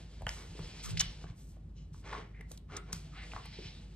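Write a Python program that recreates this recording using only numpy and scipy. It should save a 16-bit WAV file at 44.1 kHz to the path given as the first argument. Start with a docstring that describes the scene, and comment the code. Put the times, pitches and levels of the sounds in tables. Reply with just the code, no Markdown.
"""A large dog noses and swings a soft ball on a wooden floor, close to a phone with two microphone ports.
Claws and teeth tick and the ball knocks (noise bursts ringing one resonance); paws thud the boards (damped
modes); fur and fabric scuff and rub, with a few hollow, breathy pants (grainy noise); the dog puffs through
its nose (noise in gliding resonances). A house hums and rumbles underneath; a hand shifts on the phone."""
import sys
import numpy as np
from scipy import signal
from scipy.fft import rfft, irfft
from scipy.io import wavfile
from scipy.ndimage import uniform_filter1d, map_coordinates

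SR = 44100
rng = np.random.default_rng(int(sys.argv[2]) if len(sys.argv) > 2 else 0)


def waveform_to_disk(signal):
    """Save audio, clipped to [-1, 1], as 16-bit WAV at the path in sys.argv[1]."""
    frames = np.transpose(np.atleast_2d(signal))
    scaled = np.clip(frames, -1, 1) * 32767
    samples = np.round(scaled).astype(np.int16)
    wavfile.write(sys.argv[1], SR, samples)


N = 174195
OPPOSITE = np.array([[1], [-1]])  # sign of a difference signal at the left and right port


def undb(db):
    """dB to gain."""
    return 10 ** (np.asarray(db) / 20)


def unit(x):
    """Scale to rms 1."""
    return x / np.sqrt(np.mean(x ** 2))


def bins_hz():
    """Frequency of every spectrum bin."""
    return np.arange(N // 2 + 1) * SR / N


def over_hz(table):
    """Read a (hz, value) table at every bin, along log frequency."""
    hz, value = np.array(table).T
    return np.interp(np.log(bins_hz() + 1), np.log(hz), value)


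def shape(x, gain):
    """Filter by a gain per bin."""
    return irfft(rfft(x) * gain, N)


def tilt(db_per_octave):
    """Spectral slope about 2 kHz, flat outside 125 Hz to 16 kHz."""
    return undb(over_hz([(125, -4 * db_per_octave), (16000, 3 * db_per_octave)]))


def walk(rate_hz):
    """Slow random drift of rms 1: random steps, smoothed twice."""
    step = int(SR / rate_hz)
    steps = np.repeat(rng.standard_normal(size=500), step)[:N]
    return unit(uniform_filter1d(uniform_filter1d(steps, step), step))


def swell(start_s, attack_s, hold_s, release_s):
    """Squared rise, hold, then a fall of 20 dB per release time."""
    t = np.arange(N) / SR - start_s
    rise = np.clip(t / attack_s, 0, 1) ** 2
    fall_db = -20 * np.clip(t - attack_s - hold_s, 0, None) / release_s
    return rise * undb(fall_db)


def add(out, start_s, x):
    """Mix x into out from start_s."""
    i = int(start_s * SR)
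    out[i:i + len(x)] += x[:N - i]


def house():
    """Rumble and faint hiss, partly unrelated at the two ports, with a hum wavering in pitch and level."""
    # hz, relative_db
    house_colour = [(25, -25), (42, -17), (60, -6), (70, -15), (86, -6.5), (120, -17.5), (156, -8.5),
                    (190, -18), (300, -26.5), (600, -41.5), (1500, -53), (4000, -61.5), (8000, -67.5),
                    (13000, -65)]
    # hz, side_to_mid_ratio: unrelated sound at the two ports
    house_diffuse = [(60, .01), (110, 0.02), (200, 0.093), (370, 0.45), (700, 0.75), (3000, 0.77),
                     (13000, 0.32)]
    rumble_db = -52
    hum_hz, hum_db, waver_hz, waver_db = 50.64, -51.5, 0.78, 0.6
    colour = undb(over_hz(house_colour))
    mid = shape(rng.standard_normal(N), colour)
    side = shape(rng.standard_normal(N), colour * over_hz(house_diffuse))
    rumble = undb(rumble_db) * (mid + side * OPPOSITE) / np.std(mid)
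    phase = 2 * np.pi * np.cumsum(hum_hz + waver_hz * walk(6.18)) / SR
    hum = np.sin(phase) * undb(hum_db + waver_db * walk(4.4))
    return rumble + np.sqrt(2) * hum  # sqrt(2): hum_db is rms


def grains():
    """Dense tiny bursts of uneven size, over an equal share of steady noise."""
    grains_per_s, spread_db = 2500, 2.5
    happens = rng.random(N) < grains_per_s / SR
    bursts = happens * undb(spread_db * np.minimum(rng.exponential(size=N), 3.5))
    grainy = uniform_filter1d(bursts, size=12) * rng.standard_normal(N)
    return unit(grainy) + rng.standard_normal(N)


def hollow():
    """Hollow resonances of the scuffs and pants, pitched a little differently on each."""
    # pitch_hz, width_hz, lift_db
    hollow_modes = [(435, 52, 6), (1093, 42, 6), (1270, 1100, 10), (2170, 620, 6.5), (3370, 1200, 3),
                    (5850, 770, 5)]
    f = bins_hz()
    shift = 1 + 0.011 * rng.standard_normal()
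    lift_db = sum(db / (1 + ((f - hz * shift) / (width / 2)) ** 2) for hz, width, db in hollow_modes)
    return undb(lift_db)


def scuffs_and_pants():
    """Grainy rubbing of fur, pads and fabric, and a few hollow, breathy pants, over a continuous faint rustle."""
    # start_s, attack_s, hold_s, release_s, level_db, tilt_db_per_octave
    # pants: near 2.0-2.2 and 2.7 s
    bursts = [(0.275, 0.006, 0.058, 0.23, -53.5, 8), (0.342, 0.024, 0.085, 0.041, -56.5, -2.5),
              (0.817, 0.021, 0.024, 0.037, -45.5, 9.5), (0.876, 0.014, 0.019, 0.027, -49, 9),
              (1.265, 0.0065, 0.029, 0.033, -62, 2), (1.318, 0.064, 0.13, 0.061, -63.5, 17),
              (1.921, 0.014, 0.066, .05, -67, 10), (2.008, 0.055, 0.076, 0.11, -50.5, -1.4),
              (2.089, 0.049, 0.045, 0.13, -52, -1.4), (2.371, 0.035, 0.004, 0.02, -56.5, -5),
              (2.472, 0.033, 0.024, 0.054, -57, 16), (2.669, 0.059, 0.049, 0.028, -50.5, -1.7),
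              (2.824, 0.074, 0.038, 0.023, -57, -3), (2.921, 0.0029, 0.029, 0.092, -50.5, 9),
              (3.333, 0.017, 0.041, 0.044, -57, -0.5)]
    # hz, gain_db: before tilt
    burst_colour = [(150, 0.5), (400, 6), (750, 1.5), (1200, -4), (3000, 0), (5000, -2), (6200, -9),
                    (7500, -7.5), (10000, -20), (13000, -22.5)]
    # time_s, level_db: before random drift
    rustle_levels = [(0, -62), (.25, -70), (.42, -66.5), (.58, -58.5), (.96, -55), (1.25, -69.5),
                     (1.56, -75.5), (1.66, -85), (2.3, -88), (2.55, -69.5), (2.66, -102.5), (2.86, -71.5),
                     (3.08, -64), (3.3, -59), (3.6, -65), (3.95, -68)]
    rustle_tilt_db_per_octave = 0.4
    colour = undb(over_hz(burst_colour))
    rustle_db = np.interp(np.arange(N) / SR, *np.array(rustle_levels).T) + 2.5 * walk(32)
    rustle = unit(shape(rng.standard_normal(N), colour * tilt(rustle_tilt_db_per_octave)))
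    out = undb(rustle_db) * rustle
    grainy = grains()
    for start_s, attack_s, hold_s, release_s, db, tilt_db in bursts:
        level = undb(db + 1.2 * walk(39.96)) * swell(start_s, attack_s, hold_s, release_s)
        noise = np.roll(grainy, rng.integers(N))
        out += level * unit(shape(noise, colour * hollow() * tilt(tilt_db)))
    return out


def hits(table):
    """A rough contact, swelling and fading, rings one damped resonance and cracks in the treble."""
    out, t = np.zeros(N), np.arange(2048) / SR
    high = signal.butter(2, 3000, "high", fs=SR)
    for start_s, db, hz, width_hz, contact_s, crack_db in table:
        force = t * np.exp(-2 * t / abs(contact_s))  # strongest at half the contact time
        rough = rng.standard_normal((2, len(t))) * force
        peak = signal.iirpeak(hz, hz / width_hz / 1.32, SR)  # widened, since applied twice
        ring = signal.lfilter(*peak, signal.lfilter(*peak, rough[0]))
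        crack = signal.lfilter(*high, rough[1])
        hit = ring / abs(ring).max() + undb(crack_db) * crack / abs(crack).max()
        add(out, start_s, undb(db) * hit)
    return out


def knocks():
    """Ball and pads strike wood: mostly low, dull rings."""
    # start_s, ring_peak_db, ring_hz, nominal_ring_width_hz, contact_s, crack_re_ring_db
    knock_hits = [(.207, -47, 620, 248, 0.005, -25), (.219, -38.5, 537, 290, 0.0029, -11),
                  (.266, -26.5, 1410, 334, 0.0021, -19), (.269, -29.5, 425, 420, 0.0014, -28),
                  (.55, -46.5, 333, 150, 0.0027, -28), (.592, -36.5, 407, 378, 0.0022, -16),
                  (1.004, -33.5, 1020, 710, 0.005, -40), (1.2405, -40.5, 510, 390, 0.0024, -23),
                  (1.267, -53, 1550, 587, 0.0019, -16), (1.564, -54.5, 588, 312, 0.0052, -15),
                  (1.944, -49.5, 890, 348, 0.0011, -20), (2.127, -32, 1050, 800, 0.0054, -32),
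                  (2.149, -36.5, 1200, 500, 0.0039, -28), (2.512, -46, 485, 292, 0.003, -28),
                  (2.93, -36, 1320, 910, 0.00087, -32), (3.3345, -35.5, 830, 590, 0.0018, -26),
                  (3.3615, -31, 935, 655, 0.0033, -30), (3.372, -49, 604, 407, 0.0045, -39),
                  (3.385, -54, 1380, 400, 0.0026, -25), (3.455, -46.5, 820, 504, 0.0039, 2.5),
                  (3.585, -40, 320, 115, 0.011, -24.5)]
    return hits(knock_hits)


def thuds():
    """Paw weight: a soft push sets the board modes ringing, most near the favoured pitch."""
    # start_s, peak_db, favoured_hz
    pushes = [(0.229, -34, 61.4), (0.261, -31.5, 80), (0.492, -38.5, 100), (.597, -35.5, 148),
              (0.624, -35, 52.5), (.91, -31, 103), (.929, -32.5, 123), (0.967, -35.5, 155),
              (.985, -33.5, 61.3), (1.023, -38.5, 150), (1.06, -35, 62), (1.238, -37.5, 150),
              (1.298, -35, 105), (1.919, -40.5, 160), (2.93, -35, 196), (2.958, -40.5, 164),
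              (3.345, -36.5, 78.6), (3.651, -39.5, 99)]
    # mode_hz, level_db, t60_s: before detuning and favouring
    boards = [(49.7, 0, 0.34), (102.2, -5, 0.079), (121, -5, 0.13), (159.8, 0.5, 0.15), (211.5, -7.5, 0.11),
              (308.5, -19.5, 0.11)]
    push_s, favour_db_per_octave = 0.006, 15.5
    out, t = np.zeros(N), np.arange(SR // 2) / SR
    push = np.hanning(int(push_s * SR) + 3)
    for start_s, db, favoured_hz in pushes:
        detune = 1 + 0.037 * rng.standard_normal(len(boards))
        ring = np.zeros(len(t))
        for (mode_hz, mode_db, t60_s), ratio in zip(boards, detune):
            off_favour_db = favour_db_per_octave * abs(np.log2(mode_hz / favoured_hz))
            decay = undb(mode_db - off_favour_db - 60 * t / t60_s)
            ring += decay * np.sin(2 * np.pi * mode_hz * ratio * t)
        ring = np.convolve(ring, push)
        add(out, start_s, undb(db) * ring / abs(ring).max())
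    return out


def ticks():
    """Claws and teeth strike: short, mostly high rings."""
    # start_s, ring_peak_db, ring_hz, nominal_ring_width_hz, contact_s, crack_re_ring_db
    tick_hits = [(.267, -31.5, 2960, 400, 0.002, -7), (.2912, -27.5, 1930, 1540, 0.00045, -3.5),
                 (.2918, -29.5, 5500, 1500, 0.00091, -12), (.9715, -28.5, 2800, 1186, 0.0026, -15),
                 (.9718, -31, 4700, 1760, 0.009, -30), (.9942, -20, 6000, 1820, 0.0062, -23.5),
                 (.9975, -20.5, 4270, 1830, 0.0012, -26), (1.001, -21, 3050, 1230, 0.0025, -20),
                 (1.005, -17.5, 6100, 910, 0.0037, -12.5), (1.009, -26, 4130, 1500, 0.0035, -17.5),
                 (1.014, -24.5, 2330, 2100, 0.0011, 0), (2.4085, -44, 1950, 690, 0.0028, -3),
                 (2.5155, -50, 3860, 900, 0.0027, 13), (2.575, -52, 3930, 1200, 0.0026, 10.5),
                 (2.7655, -37, 3820, 1520, 0.0038, -21), (2.766, -33.5, 6230, 1830, 0.0044, -4),
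                 (2.9275, -28.5, 5180, 2460, 0.0039, 2.5), (3.317, -40, 2220, 1020, 0.0024, -27)]
    return hits(tick_hits)


def puffs():
    """Nose air: fluttering noise through the resonances of the snout, which glide as the nostrils move."""
    # start_s, attack_s, hold_s, release_s, level_db, resonance_ratio, tilt_db_per_octave, rise_per_s
    breaths = [(0.532, 0.13, 0.14, 0.11, -56.5, 1.01, 5, 0.18),
               (1.013, 0.011, 0.031, 0.14, -51, 1.1, 8, -.2),
               (1.73, 0.05, 0.049, 0.063, -69.5, 1.3, 1.5, 0.14),
               (3.096, 0.079, 0.054, 0.069, -54.5, 0.83, -2.5, .8),
               (3.328, 0.15, 0.18, 0.18, -57, 0.94, 3.5, 0.33)]
    # resonance_hz (before ratio and glide), width_hz, level_db
    snout = [(857, 120, 0.5), (1250, 180, -13.5), (1880, 950, -2.5), (2290, 530, 5.5), (3040, 530, 3.5),
             (4050, 870, 1), (5000, 1000, -2), (6690, 3300, -26)]
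    out, f, t = np.zeros(N), bins_hz() + 1, np.arange(N) / SR
    for start_s, attack_s, hold_s, release_s, db, ratio, tilt_db, rise_per_s in breaths:
        power = sum(undb(2 * g) / (1 + ((f - hz * ratio) / (w / 2)) ** 4) for hz, w, g in snout)
        air = unit(shape(rng.standard_normal(N), power ** .5 * tilt(tilt_db)))
        air = air * undb(3.2 * walk(30))
        # glide: read the noise ever faster or slower for 1 s
        since_s = np.clip(t - start_s, 0, 1)
        air = map_coordinates(air, [(t + rise_per_s * since_s ** 2 / 2) * SR], mode="mirror")
        out += undb(db) * swell(start_s, attack_s, hold_s, release_s) * air
    return out


def grip():
    """The hand shifts on the phone: band-limited low rumble, opposite at the two ports."""
    # start_s, attack_s, hold_s, release_s, level_db
    shifts = [(0.819, 0.065, 0.082, 0.041, -40.5)]
    # low and high edge, Hz
    band_hz = [55, 160]
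    band = signal.butter(3, band_hz, "band", fs=SR, output="sos")
    low = unit(signal.sosfilt(band, rng.standard_normal(N)))
    level = sum(undb(db) * swell(*times_s) for *times_s, db in shifts)
    return level * low * OPPOSITE


def rubs():
    """Grainy friction that sings in one narrow resonance."""
    # start_s, hold_s, level_db, pitch_hz
    singing = [(0.825, 0.023, -54, 1200), (1.26, 0.021, -68.5, 1010), (2.323, 0.045, -62.5, 2000),
               (2.678, 0.089, -57, 1260), (3.108, 0.037, -60.5, 1300), (3.13, .1, -62, 2100),
               (3.523, 0.24, -64, 3820)]
    attack_s, release_s = 0.025, 0.03
    width_share = 0.26  # width / pitch of each of two filter passes
    out, rub = np.zeros(N), grains()
    for start_s, hold_s, db, hz in singing:
        peak = signal.iirpeak(hz, 1 / width_share, SR)
        stroke = np.roll(rub, rng.integers(N))
        band = signal.lfilter(*peak, signal.lfilter(*peak, stroke))
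        out += undb(db) * swell(start_s, attack_s, hold_s, release_s) * unit(band)
    return out


def room(x):
    """Echo: a short noise tail whose treble dies first, different at each port."""
    # hz, side_gain: unrelated sound at the two ports
    echo_diffuse = [(200, 0.037), (670, 1), (1250, 0.74), (2500, 0.74), (8000, 1)]
    t60_s, treble_t60_s, split_hz, echo_db = 0.3, 0.21, 4100, -12.5
    t = np.arange(SR // 2) / SR
    noise = rng.standard_normal((2, len(t))) * np.clip(t / 0.0017, 0, 1)
    dull = signal.sosfilt(signal.butter(3, split_hz, fs=SR, output="sos"), noise)
    treble = noise - dull
    tail = dull * undb(-60 * t / t60_s) + treble * undb(-60 * t / treble_t60_s - 10.5)
    tail = signal.sosfilt(signal.butter(1, 90, "high", fs=SR, output="sos"), tail)
    tail /= np.sqrt(np.sum(tail ** 2, axis=1, keepdims=True))  # unit energy
    mid, side = undb(echo_db) * signal.fftconvolve(x[None], tail, axes=1)[:, :N]
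    return mid + shape(side, over_hz(echo_diffuse)) * OPPOSITE


def scene():
    """The dog close by, its echo, the house and the hand."""
    dog = ticks() + knocks() + puffs() + scuffs_and_pants() + thuds() + rubs()
    return dog + room(dog) + house() + grip()


def record(dry):
    """Colour the microphones, set the phase between ports by frequency, cut deep bass and top."""
    # hz, gain_db
    mic_colour = [(4000, 0.5), (6000, 2), (8500, 7), (11000, -5)]
    # hz, left_lead_rad
    port_phase = [(1500, 0), (2500, 0.78), (4200, 1.24), (5200, 1.97), (6500, 1.76), (7800, 4),
                  (13000, 1.5)]
    bass_cut_hz, top_hz = 34.7, 13600
    lead = np.exp(1j * over_hz(port_phase) / 2 * OPPOSITE)  # half the lead on each side
    ports = shape(dry, undb(over_hz(mic_colour)) * lead)
    cut = signal.sosfilt(signal.butter(3, bass_cut_hz, "high", fs=SR, output="sos"), ports)
    return signal.sosfilt(signal.ellip(8, .2, 70, top_hz, fs=SR, output="sos"), cut)


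dry = scene()
out = record(dry)
waveform_to_disk(out)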